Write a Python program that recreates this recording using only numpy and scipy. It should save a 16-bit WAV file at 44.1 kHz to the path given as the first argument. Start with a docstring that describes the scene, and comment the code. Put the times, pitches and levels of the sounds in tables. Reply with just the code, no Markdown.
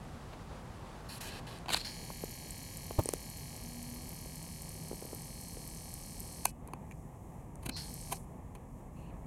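"""A low rumble and faintly rustling air on a quiet lawn, heard through a hand-held camera's microphone.
Right at the microphone a finger rubs the body and pushes the zoom lever; the geared lens motor whirs,
zooming out for nearly five seconds, stops with a sharp clack, then runs again briefly.
The hand knocks on the housing now and then. A far drone and a faint hiss lie underneath,
and a faint call comes from far off near the end."""
import sys
import numpy as np
from scipy import signal
from scipy.fft import rfft, irfft, next_fast_len
from scipy.io import wavfile
from scipy.ndimage import uniform_filter1d, map_coordinates

SR = 44100
rng = np.random.default_rng(int(sys.argv[2]) if len(sys.argv) > 2 else 0)


def to_wav(sig):
    """Store sig (one row per channel, or 1-D mono) as 16-bit WAV at the path in sys.argv[1].

    Samples outside -1..1 are clipped; the rate is SR.
    """
    pcm = np.clip(np.atleast_2d(sig), -1, 1) * 32767
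    pcm = np.round(pcm).astype(np.int16)
    wavfile.write(sys.argv[1], SR, pcm.T)  # frames by channels


N = 408624
T = np.arange(N) / SR
TURN_HZ = 41.668  # rotor speed

# the two runs of the lens motor: start_s, stop_s, coast_s, knock_db
MOTOR_RUNS = [(1.847, 6.506, .012, -0.5), (7.765, 8.178, 0.073, -1)]
# spectrum of rubbed plastic: pitch_hz, level_db
RUB_SPECTRUM = [(530, -19), (900, 0.5), (1240, -12.5), (1630, -3.5), (2150, -6), (2450, -14), (3030, -3.5),
                (3600, -7), (4300, -4), (5500, -13), (9510, -11), (13000, -18), (15500, -30)]


def from_db(db):
    """Decibels to gain."""
    return 10 ** (np.asarray(db) / 20)


def rms_one(x):
    """Scale to unit rms."""
    return x / np.sqrt(np.mean(x ** 2) + 1e-20)


def in_time(curve):
    """A curve of (time_s, value) points at every sample."""
    return np.interp(T, *np.transpose(curve))


def noise():
    """White noise."""
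    return rng.standard_normal(N)


def rough(force):
    """Random signs turn a force envelope into a noise burst."""
    return force * rng.choice([-1, 1], N)


def drift(rate_hz):
    """Random wander of rms 1, turning rate_hz times a second."""
    knots = rng.standard_normal(N // 20)
    return rms_one(np.interp(T * rate_hz, np.arange(len(knots)), knots))


def colour(x, spectrum):
    """Causal (minimum-phase) filter through (pitch_hz, level_db) points; the result has rms 1."""
    size = next_fast_len(N + 8192) // 2 * 2
    hz, db = np.transpose(spectrum)
    log_hz = np.log(np.maximum(np.arange(size // 2 + 1) * SR / size, 1))
    cepstrum = irfft(np.log(from_db(np.interp(log_hz, np.log(hz), db))))
    cepstrum[size // 2:] = 0
    return rms_one(irfft(rfft(x, size) * np.exp(2 * rfft(cepstrum)))[:N])


def filtered(x, edge_hz, kind):
    """Gentle low-, high- or band-pass."""
    return signal.sosfilt(signal.butter(2, edge_hz, kind, fs=SR, output="sos"), x + 1e-18)


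def resonate(x, modes):
    """Parallel resonances (pitch_hz, width_hz, level_db); white noise keeps about its power."""
    out, power = 0, 0
    for hz, width, db in modes:
        edges = np.clip([hz - width / 2, hz + width / 2], 10, SR / 2 - 10)
        out = out + from_db(db) * filtered(x, edges, "band")
        power += from_db(db) ** 2 * width / (SR / 2)
    return out / np.sqrt(power)


def ramp(past_s, edge_s):
    """Rises from 0 to 1 over edge_s as past_s crosses zero."""
    return np.clip(past_s / edge_s + .5, 0, 1)


def strokes(rows):
    """Envelope of strokes (start_s, stop_s, level_db, swell_db) that each glide in level."""
    out = np.zeros(N)
    for start, stop, db, swell_db in rows:
        span = np.arange(int(start * SR), min(int(stop * SR), N))
        out[span] += from_db(db + np.linspace(0, swell_db, len(span)))
    return uniform_filter1d(out, size=SR // 250)


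def contacts(rows):
    """Envelope of contacts (peak_s, level_db, rise_s, decay_s) that build up and die away."""
    out = np.zeros(N)
    for s, db, rise, decay in rows:
        near = slice(int((s - .05) * SR), int((s + .1) * SR))
        t = T[near] - s
        out[near] += from_db(db) * np.exp(np.minimum(t / rise, -t / decay))
    return out


def ringing(hits, modes):
    """Every hit (start_s, level_db) sets the modes ringing as damped sines."""
    out, t = np.zeros(N), T[:SR // 5]
    ring = sum(from_db(db - 60 * t / t60) * np.sin(2 * np.pi * hz * t) for hz, db, t60 in modes)
    for s, db, *_ in hits:
        at = int(s * SR)
        out[at:at + len(t)] += from_db(db) * ring
    return out


def passing(turns, place, period=1):
    """A unit click, shared between two samples, as the rotor passes `place` every `period` turns."""
    samples_away = ((turns - place + period / 2) % period - period / 2) * SR / TURN_HZ
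    return np.maximum(1 - np.abs(samples_away), 0)


def fading(clicks, decay_s):
    """Each click opens an envelope that dies away."""
    return signal.lfilter([1], [1, -np.exp(-1 / (decay_s * SR))], clicks + 1e-18)


def outdoor_air(rustle_end_s=1.78, air_follows=.51):
    """Rumble and wavering air; the air is a little louder and rustles until just before the motor starts."""
    # spectra of the rumble, the air and the rustle: pitch_hz, level_db
    rumble_spectrum = [(11, -54), (18, -16.5), (38, 0.5), (52, 0.5), (70, -1.5), (155, -1.5), (189, -5),
                       (249, -8.5), (278, -10.5), (330, -16), (430, -46.5), (730, -120)]
    air_spectrum = [(160, -22.5), (280, -7.5), (379, 2), (416, -2), (518, 0.5), (562, -2.5), (815, -0.5),
                    (1130, -7), (1490, -24), (1680, -17.5), (2140, -19), (4500, -39.5), (5850, -72),
                    (9900, -120)]
    rustle_spectrum = [(650, -34), (1100, 0), (2420, -12), (2660, -11.5), (4930, -15.5), (9440, -23.5),
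                       (10300, -24), (14000, -37.5)]
    # slow swing of the rumble: time_s, level_db
    rumble_curve = [(0.0, -49), (7.3, -49), (7.59, -48.5), (8.05, -48), (8.9, -50), (9.27, -45)]
    early = ramp(rustle_end_s - T, edge_s=.072)
    rumble_db = in_time(rumble_curve)
    rumble = from_db(rumble_db + .5) * colour(noise(), rumble_spectrum)
    air_db = -57 + air_follows * (rumble_db - rumble_db.mean()) + 2.5 * early + 1.02 * drift(15)
    air = from_db(air_db) * colour(noise(), air_spectrum)
    rustle = early * from_db(-58.5 + drift(27.2)) * colour(noise(), rustle_spectrum)
    return rumble + air + rustle


def microphone_hiss():
    """The microphone's own faint, bright hiss."""
    # spectrum of the hiss: pitch_hz, level_db
    spectrum = [(2500, -26), (4500, -14), (5400, -6.5), (6500, 0), (7600, 1.5), (11600, -1.5),
                (15500, -10.5)]
    return from_db(-71.5 + drift(10)) * colour(noise(), spectrum)


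def far_drone():
    """Two low tones from far away waver in pitch and level, each swelling once."""
    # the drone's tones: pitch_hz, waver_hz, level_db, swell_at_s, swell_width_s, swell_db
    tones = [(160.7, 5.01, -61, 4.67, 0.59, 9.5), (241, 2.43, -65, 3.835, 0.23, 16)]
    out = 0
    for hz, waver_hz, db, swell_at_s, width_s, swell_db in tones:
        level_db = db + swell_db * np.exp(-((T - swell_at_s) / width_s) ** 2) + drift(12)
        phase = 2 * np.pi * np.cumsum(hz + waver_hz * drift(14)) / SR
        out = out + from_db(level_db) * np.sqrt(2) * np.sin(phase)
    return out


def clack(hits, barrel_db):
    """Rough plastic contacts shake the lens barrel, the latch, the shell and the drive."""
    # resonances of these four parts: pitch_hz, width_hz, level_db
    barrel = [(1550, 250, 2), (2440, 560, 5.5), (2990, 280, 3.5), (4250, 600, -1)]
    latch = [(6560, 690, -1.5), (8970, 800, -6), (10000, 3400, -0.5), (11800, 4000, -9)]
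    shell = [(340, 166, -2.5), (792, 276, 3), (952, 170, -2)]
    drive = [(4200, 810, 0)]
    peak_s, level_db, rise_s, decay_s, latch_db, shell_db, drive_db = np.transpose(hits)
    out = 0
    for modes, part_db in (barrel, barrel_db), (latch, latch_db), (shell, shell_db), (drive, drive_db):
        force = contacts(zip(peak_s, level_db + part_db, rise_s, decay_s))
        out = out + resonate(rough(force), modes)
    return out


def lever_and_lens_stops(click_rise_s=.00032, stop_rise_share=.96):
    """The zoom lever clicks at once, the lens builds up as it grinds into a stop; the barrel rings on."""
    # lever clicks, and at 2.102 s the soft contact of a finger tap on the body: peak_s, level_db, decay_s,
    # latch_db, shell_db, drive_db, lever_db
    clicks = [(0.33, -42, 0.01, -24, -1, -19, -25), (1.586, -47, .0015, -6, -10, -2, -3),
              (1.6591, -35.5, 0.0013, -23, 0, -18, -16), (1.6835, -29.5, 0.0019, -21, -5, -15, -12),
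              (1.6917, -24.5, 0.0011, -16, -3, -8, -20), (1.7023, -27, 0.007, -20, -9.5, -16, -18),
              (2.102, -43, .003, -25, 5, -23, -15), (2.908, -39.5, 0.0018, -25, 6.5, -25, -20),
              (6.675, -52.5, 0.0016, 5.5, 0, -15, -9), (6.685, -52, 0.0022, -12, 9.5, -23, -10),
              (6.7351, -34, 0.00085, -8.5, 4.5, -22, -10), (6.9112, -52, 0.0021, -5, 4, -18, 6.5),
              (6.92, -54.5, 0.0023, -5, -5, -18, 4), (8.5507, -46, 0.0056, -10.5, 0, -29, -9)]
    # lens stops: peak_s, level_db, contact_s, latch_db, shell_db, drive_db
    stops = [(1.7452, -23, 0.00088, -19, -2, 3.5), (6.455, -24.5, 0.0015, 4, 0, -14),
             (7.633, -53.5, 0.0041, -1, 0, -12), (7.663, -39.5, 0.0044, -1.5, -4, -11),
             (7.694, -33, 0.0025, -4.5, -13, -7), (8.1257, -36.5, 0.0064, 2, 2.5, -13)]
    # the lever's resonances: pitch_hz, width_hz, level_db
    lever_modes = [(1830, 330, -2), (2430, 350, 3), (6840, 900, -8)]
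    # the barrel's lingering modes: pitch_hz, level_db, t60_s
    barrel_modes = [(1545, -20.5, 0.079), (2290, -28.5, .074), (2396, -17.5, 0.089), (2584, -23, 0.16),
                    (2930, -33, 0.21), (3375, -38, 0.18)]
    click_hits = [(s, db, click_rise_s, *rest) for s, db, *rest, _ in clicks]
    stop_hits = [(s, db, stop_rise_share * length, length, *parts) for s, db, length, *parts in stops]
    force = contacts([(s, db + lever_db, click_rise_s, decay) for s, db, decay, *_, lever_db in clicks])
    lever = resonate(rough(force), lever_modes)
    ring = ringing(stops, barrel_modes) + from_db(-10) * ringing(clicks, barrel_modes)
    return clack(stop_hits, barrel_db=-2) + clack(click_hits, barrel_db=-9.5) + lever + ring


def surge(decay_s=.053):
    """Strain on the drive: 1 at each motor start, then dying away."""
    return sum((T >= start) * np.exp(-np.maximum(T - start, 0) / decay_s) for start, *_ in MOTOR_RUNS)


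def drive_strain():
    """Friction in the drive: it squeals as it takes up slack, then squeals and scuffs at each start."""
    # squeals in the slack: start_s, stop_s, level_db, swell_db
    squeals = [(1.088, 1.16, -50.5, 1), (1.757, 1.818, -44.5, 0), (1.818, 1.846, -51, -1),
               (7.712, 7.765, -54, 10)]
    # resonances of the slack and spin-up squeals: pitch_hz, width_hz, level_db
    slack_modes = [(4290, 290, 0.5), (4510, 280, -3), (5150, 700, -11)]
    spin_up_modes = [(4410, 420, 1), (4800, 340, -0.5), (5280, 370, -5)]
    slipping = noise() * from_db(drift(270))
    slack = strokes(squeals) * resonate(slipping, slack_modes)
    spin_up = from_db(-40.5) * resonate(slipping, spin_up_modes)
    scuff = from_db(-47) * colour(noise(), RUB_SPECTRUM)
    return slack + surge() * (spin_up + scuff)


def loose_gears(coast_db=-59, fade_db=10):
    """The gears hiss as they stir under the first touch and as they coast down after each run."""
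    # the brief stir: start_s, stop_s, level_db, swell_db
    stirs = [(1.088, 1.185, -55, 0.5)]
    # spectra of stirring and coasting gears: pitch_hz, level_db
    stir_spectrum = [(3000, -18), (6300, -14), (7300, -5), (8300, -9), (10000, 1), (11300, 0), (13000, -12),
                     (15500, -16)]
    coast_spectrum = [(1500, -25), (4500, -18), (7000, -5), (10500, 0), (13000, -10), (15500, -20)]
    coasts = [(stop, stop + coast_s, coast_db, -fade_db) for _, stop, coast_s, _ in MOTOR_RUNS]
    stirring = strokes(stirs) * colour(noise(), stir_spectrum)
    return stirring + strokes(coasts) * colour(noise(), coast_spectrum)


def finger_rub(grain_db=2, ease_db=4.5):
    """Skin slides, catches and drags on textured plastic; the cover rings, the lever scrapes its slot."""
    # slides that ease off: start_s, stop_s, level_db
    slides = [(1.094, 1.19, -51), (1.205, 1.401, -48), (1.468, 1.581, -51)]
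    # bright catches, drags on the cover, pushes on the lever: start_s, stop_s, level_db, swell_db
    catches = [(1.208, 1.232, -46, -7), (1.232, 1.27, -54, 1), (1.27, 1.293, -53, -5)]
    drags = [(1.255, 1.39, -54, 0)]
    pushes = [(1.695, 1.728, -48, 10), (1.728, 1.747, -32.5, 2), (1.749, 1.777, -45, 11),
              (1.777, 1.817, -50.5, 4), (1.817, 1.848, -55, -1)]
    # spectra of catching skin and scraping lever: pitch_hz, level_db
    catch_spectrum = [(2500, -14), (4600, 1), (6500, 1), (8000, -3), (10000, 1), (12500, -2), (13500, -13)]
    scrape_spectrum = [(300, -4.5), (800, -9), (1600, -3.5), (2200, -5), (3000, -2), (4100, 0.5),
                       (5400, -15), (7200, -7), (10000, -9.5), (12500, -15), (15500, -25)]
    # the cover's resonances: pitch_hz, width_hz, level_db
    cover_modes = [(895, 150, -1), (1655, 110, 2.5), (2590, 300, 1.5), (2930, 240, 0), (4170, 570, -3),
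                   (4670, 150, -4), (5520, 130, -4)]
    slips = rms_one(noise() * from_db(grain_db * drift(700)))
    pressure = strokes([(*slide, -ease_db) for slide in slides])
    cover = from_db(-2) * resonate(noise(), cover_modes)
    sliding = pressure * rms_one(colour(slips, RUB_SPECTRUM) + cover)
    catching = strokes(catches) * colour(slips, catch_spectrum)
    dragging = strokes(drags) * resonate(noise(), cover_modes)
    scraping = strokes(pushes) * colour(slips, scrape_spectrum)
    return sliding + catching + dragging + scraping


def friction(turns, repeat, grit_db):
    """Surface roughness that comes round every turn (power share `repeat`), mixed with fresh noise."""
    grains, sizes = rng.standard_normal((2, int(SR / TURN_HZ)))
    surface = rms_one(grains * from_db(grit_db * np.clip(sizes, -2, 2)))
    recurring = map_coordinates(surface, [turns % 1 * len(surface)], order=3, mode="grid-wrap")
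    return np.sqrt(repeat) * recurring + np.sqrt(1 - repeat) * noise()


def lens_motor():
    """A governed three-pole rotor drives the lens through a gear train, right beside the microphone."""
    # the rotor falls behind under load and while it rests: time_s, lag_turns
    lag = [(2.1, -.03), (2.25, .02), (2.85, .03), (2.98, .12), (3.05, .07), (6.52, .06), (7.7, 6.43)]
    turns = TURN_HZ * T - in_time(lag) + .0062 * drift(14) + .001 * drift(120)
    travel = np.interp(T, MOTOR_RUNS[0][:2], [0, 1])  # 0 at full zoom, 1 after the first run
    kicks = pole_kicks(turns, travel)
    rotor = pole_knocks(kicks, travel) + housing_whine(turns, travel) + brush_chirps(turns, travel)
    gearing = gear_hiss(turns, travel, kicks) + lens_tube(turns, travel) + gear_teeth(turns, travel)
    running = sum(ramp(np.minimum(T - start, stop - T), edge_s=.015) for start, stop, *_ in MOTOR_RUNS)
    return (rotor + gearing) * running


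def pole_kicks(turns, travel, rebound=.077, rebound_turns=.044):
    """The poles kick unequally, more so as the lens travels; the shaft rebounds in its bearing."""
    # the three rotor poles: place_turns, level_db, ease_db
    poles = [(-.015, 0, 0), (.31, -3.5, 6), (.645, -7.5, 2)]
    out = 0
    for place, db, ease_db in poles:
        kick = passing(turns, place) - rebound * passing(turns, place + rebound_turns)
        out = out + from_db(db - ease_db * travel) * kick
    return out


def pole_knocks(kicks, travel, ease_db=6, surge_db=7.5):
    """The kicks sound as knocks, harder at each start and easing as the lens travels."""
    # spectrum of a knock: pitch_hz, level_db
    spectrum = [(1000, -43), (1500, -34), (1620, 2), (1850, 1), (2250, 5), (2650, -3), (3080, 3),
                (3600, -11.5), (3950, -10.5), (4600, -21), (7000, -14)]
    run_db = sum(db * (T > start) * (T < stop) for start, stop, _, db in MOTOR_RUNS)
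    return from_db(-58 - ease_db * travel + surge_db * surge() + run_db) * colour(kicks, spectrum)


def housing_whine(turns, travel, overtone=102, ease_db=4, surge_db=3):
    """The brushes rub and drop into three gaps a turn, ringing the housing; one overtone sings out."""
    # spectrum of the housing's ring: pitch_hz, level_db
    spectrum = [(3000, -47), (3850, -23), (4080, -14), (4200, -4.5), (4280, -1), (4380, -3.5), (4520, -6),
                (4700, -10), (5000, -32.5)]
    drops = sum(passing(turns, place) for place in np.arange(3) / 3 + .08)
    ring = colour(rms_one(drops) + .97 * friction(turns, repeat=.98, grit_db=2), spectrum)
    whine = from_db(2 + .3 * drift(25)) * np.sin(2 * np.pi * overtone * turns + .5 * drift(60))
    return from_db(-60.5 - ease_db * travel + surge_db * np.sqrt(surge())) * (ring + whine)


def brush_chirps(turns, travel, blur_rad=.8, ease_db=17, surge_db=10):
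    """Under load the brushes squeal in short falling chirps each turn, loudest just after a start."""
    # chirps of one turn: place_turns, pitch_hz, fall_hz_per_s, half_length_s, level_db
    chirps = [(.24, 4660, 45000, .0024, -3), (.56, 4370, 30000, .004, 0), (.75, 5280, 30000, .003, -8),
              (.9, 4350, 50000, .0028, -5), (.8, 6800, 90000, .005, -11)]
    out = 0
    for place, hz, fall_hz_per_s, half_length_s, db in chirps:
        t = ((turns - place + .5) % 1 - .5) / TURN_HZ
        phase = 2 * np.pi * (hz - fall_hz_per_s * t / 2) * t + blur_rad * drift(150)
        out = out + from_db(db) * np.exp(-(t / half_length_s) ** 2) * np.sin(phase)
    return out * from_db(-52.5 - ease_db * np.sqrt(travel) + surge_db * np.sqrt(surge()))


def gear_hiss(turns, travel, kicks, pinion_teeth=12, mesh_db=3):
    """The pinion's teeth rub in turn, harder under each kick as the lens travels."""
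    # spectrum of the rubbing gears: pitch_hz, level_db
    spectrum = [(1400, -37.5), (2000, -8.5), (3100, -10), (3700, -9), (4300, -4), (4900, -3.5), (5300, 2.5),
                (5800, -0.5), (6200, 2.5), (6750, -3), (7400, -3), (8800, 2), (10100, 5.5), (11100, -6),
                (11700, 1), (12650, -7), (13100, -9), (15500, -20)]
    mesh = np.cos(2 * np.pi * pinion_teeth * turns)
    pressure = from_db(mesh_db * mesh) + 2.7 * travel * fading(kicks, decay_s=.00036)
    rubbing = friction(turns, repeat=.82, grit_db=1) * pressure
    return from_db(-54.5) * colour(rubbing, spectrum)


def lens_tube(turns, travel, swap_travel=.46, swap_width=.2):
    """Friction sounds the lens tube, whose resonances trade strength as the lens travels."""
    # the tube's resonances: pitch_hz, width_hz, first_db, last_db
    modes = [(3980, 250, -68.5, -90), (5190, 150, -70.5, -77), (5780, 510, -64.5, -74),
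             (6080, 470, -75, -70.5), (6980, 230, -63, -71), (8560, 930, -81, -60)]
    swap = .5 + .5 * np.tanh((travel - swap_travel) / swap_width)
    out = 0
    for hz, width, first_db, last_db in modes:
        band = resonate(friction(turns, repeat=.52, grit_db=0), [(hz, width, 0)])
        out = out + from_db(first_db + (last_db - first_db) * swap) * rms_one(band)
    return out


def gear_teeth(turns, travel, bite_s=2.035, wheel_turns=11, grain_db=7.5, ease_db=8.5):
    """Once the slack is gone the gears rasp; high pinion teeth tick and nicks on the next wheel click."""
    # high teeth of the pinion: place_turns, level_db
    high_teeth = [(.455, -42), (.59, -48)]
    # nicks on the next wheel: place_turns (of the rotor), level_db, pitch_hz, width_hz, treble_db
    nicks = [(5.455, -32.5, 8200, 1800, 2), (8.455, -37, 8300, 1500, -3), (9.455, -43, 6300, 600, -14),
             (10.59, -43, 8300, 1800, 7)]
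    # resonances of the tick and the rasp: pitch_hz, width_hz, level_db
    tooth_modes = [(8140, 2000, 1.1), (9220, 570, 0.84), (11700, 1100, 2)]
    rasp_modes = [(12000, 1600, 0)]

    def tick(strikes, modes):
        return resonate(rough(fading(strikes, decay_s=.00055)), modes)
    ticks = tick(sum(from_db(db) * passing(turns, place) for place, db in high_teeth), tooth_modes)
    for place, db, hz, width, treble_db in nicks:
        nick_modes = [(hz, width, 0), (11750, 1200, treble_db)]
        ticks += from_db(db) * tick(passing(turns, place, wheel_turns), nick_modes)
    grit = friction(turns, repeat=.45, grit_db=3) * from_db(grain_db * drift(500))
    rasp = from_db(-60 - ease_db * travel) * rms_one(resonate(grit, rasp_modes))
    return ramp(T - bite_s, edge_s=.17) * (ticks + rasp)


def hand_bumps(soft_hz=1200, swing_cycles=4.4, scuff_delay_s=.0059, rise_s=.0033, decay_s=.0072):
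    """Soft skin gives the body a damped swing: light under a finger, deep under the scuffing hand."""
    # finger taps: start_s, level_db
    taps = [(2.103, -32), (2.2377, -19.5), (2.461, -33), (2.908, -27), (3.0575, -20.5), (3.089, -20.5),
            (3.1362, -18.5), (4.259, -32), (4.9135, -23), (4.9303, -26), (5.024, -26), (5.051, -31),
            (5.131, -25), (5.571, -28.5)]
    # the body's answer to a tap: pitch_hz, level_db, t60_s
    body_modes = [(432, -1.5, 0.011), (750, -16, 0.0033)]
    # thumps and nudges of the hand: start_s, level_db, swing_hz
    thumps = [(2.9864, -15.5, 98), (7.6579, -33.5, 250), (7.689, -31, 245)]
    # spectrum of the skin's scuff as it lands: pitch_hz, level_db
    scuff_spectrum = [(40, -10.5), (170, 1.5), (250, 2.5), (380, -11.5), (650, -8), (1150, -13.5),
                      (1500, -30), (2600, -34), (5000, -36)]
    tapping = filtered(ringing(taps, body_modes), 230, "high")
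    swings = sum(ringing([(s, db)], [(hz, 0, swing_cycles / hz)]) for s, db, hz in thumps)
    scuffs = contacts([(s + scuff_delay_s, db - 6, rise_s, decay_s) for s, db, _ in thumps])
    return filtered(tapping + swings, soft_hz, "low") + scuffs * colour(noise(), scuff_spectrum)


def seam_snaps(rise_s=.0001, decay_s=.00064):
    """A seam of the housing snaps under the grip."""
    # the snaps: peak_s, level_db
    snaps = [(3.0576, -25.5), (3.0893, -19.5), (3.1363, -19), (7.556, -43)]
    # the seam's resonances: pitch_hz, width_hz, level_db
    modes = [(740, 710, 0), (2210, 600, -4.5), (4540, 960, -6), (6260, 1100, -2), (9090, 2000, 4.5),
             (12400, 2800, -9)]
    force = contacts([(s, db, rise_s, decay_s) for s, db in snaps])
    return resonate(rough(force), modes)


def far_call():
    """One faint, short call from far off: two bands of noise."""
    # the call: start_s, stop_s, level_db, swell_db
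    call = [(8.96, 9.11, -71.5, 2)]
    # its bands: pitch_hz, width_hz, level_db
    bands = [(2660, 500, 3), (4200, 400, -6)]
    return strokes(call) * resonate(noise(), bands)


def scene():
    """The camera's own noises reach the microphone through its body, with no room; the lawn lies behind."""
    zoom = lens_motor() + drive_strain() + loose_gears() + lever_and_lens_stops()
    handling = finger_rub() + hand_bumps() + seam_snaps()
    lawn = outdoor_air() + far_drone() + far_call()
    return (zoom + handling + lawn + microphone_hiss())[None]


def record(dry):
    """The built-in mono microphone, with the top cut steeply."""
    cutoff_hz = 15850
    return signal.sosfilt(signal.ellip(10, .1, 80, cutoff_hz, fs=SR, output="sos"), dry)


dry = scene()
out = record(dry)
to_wav(out)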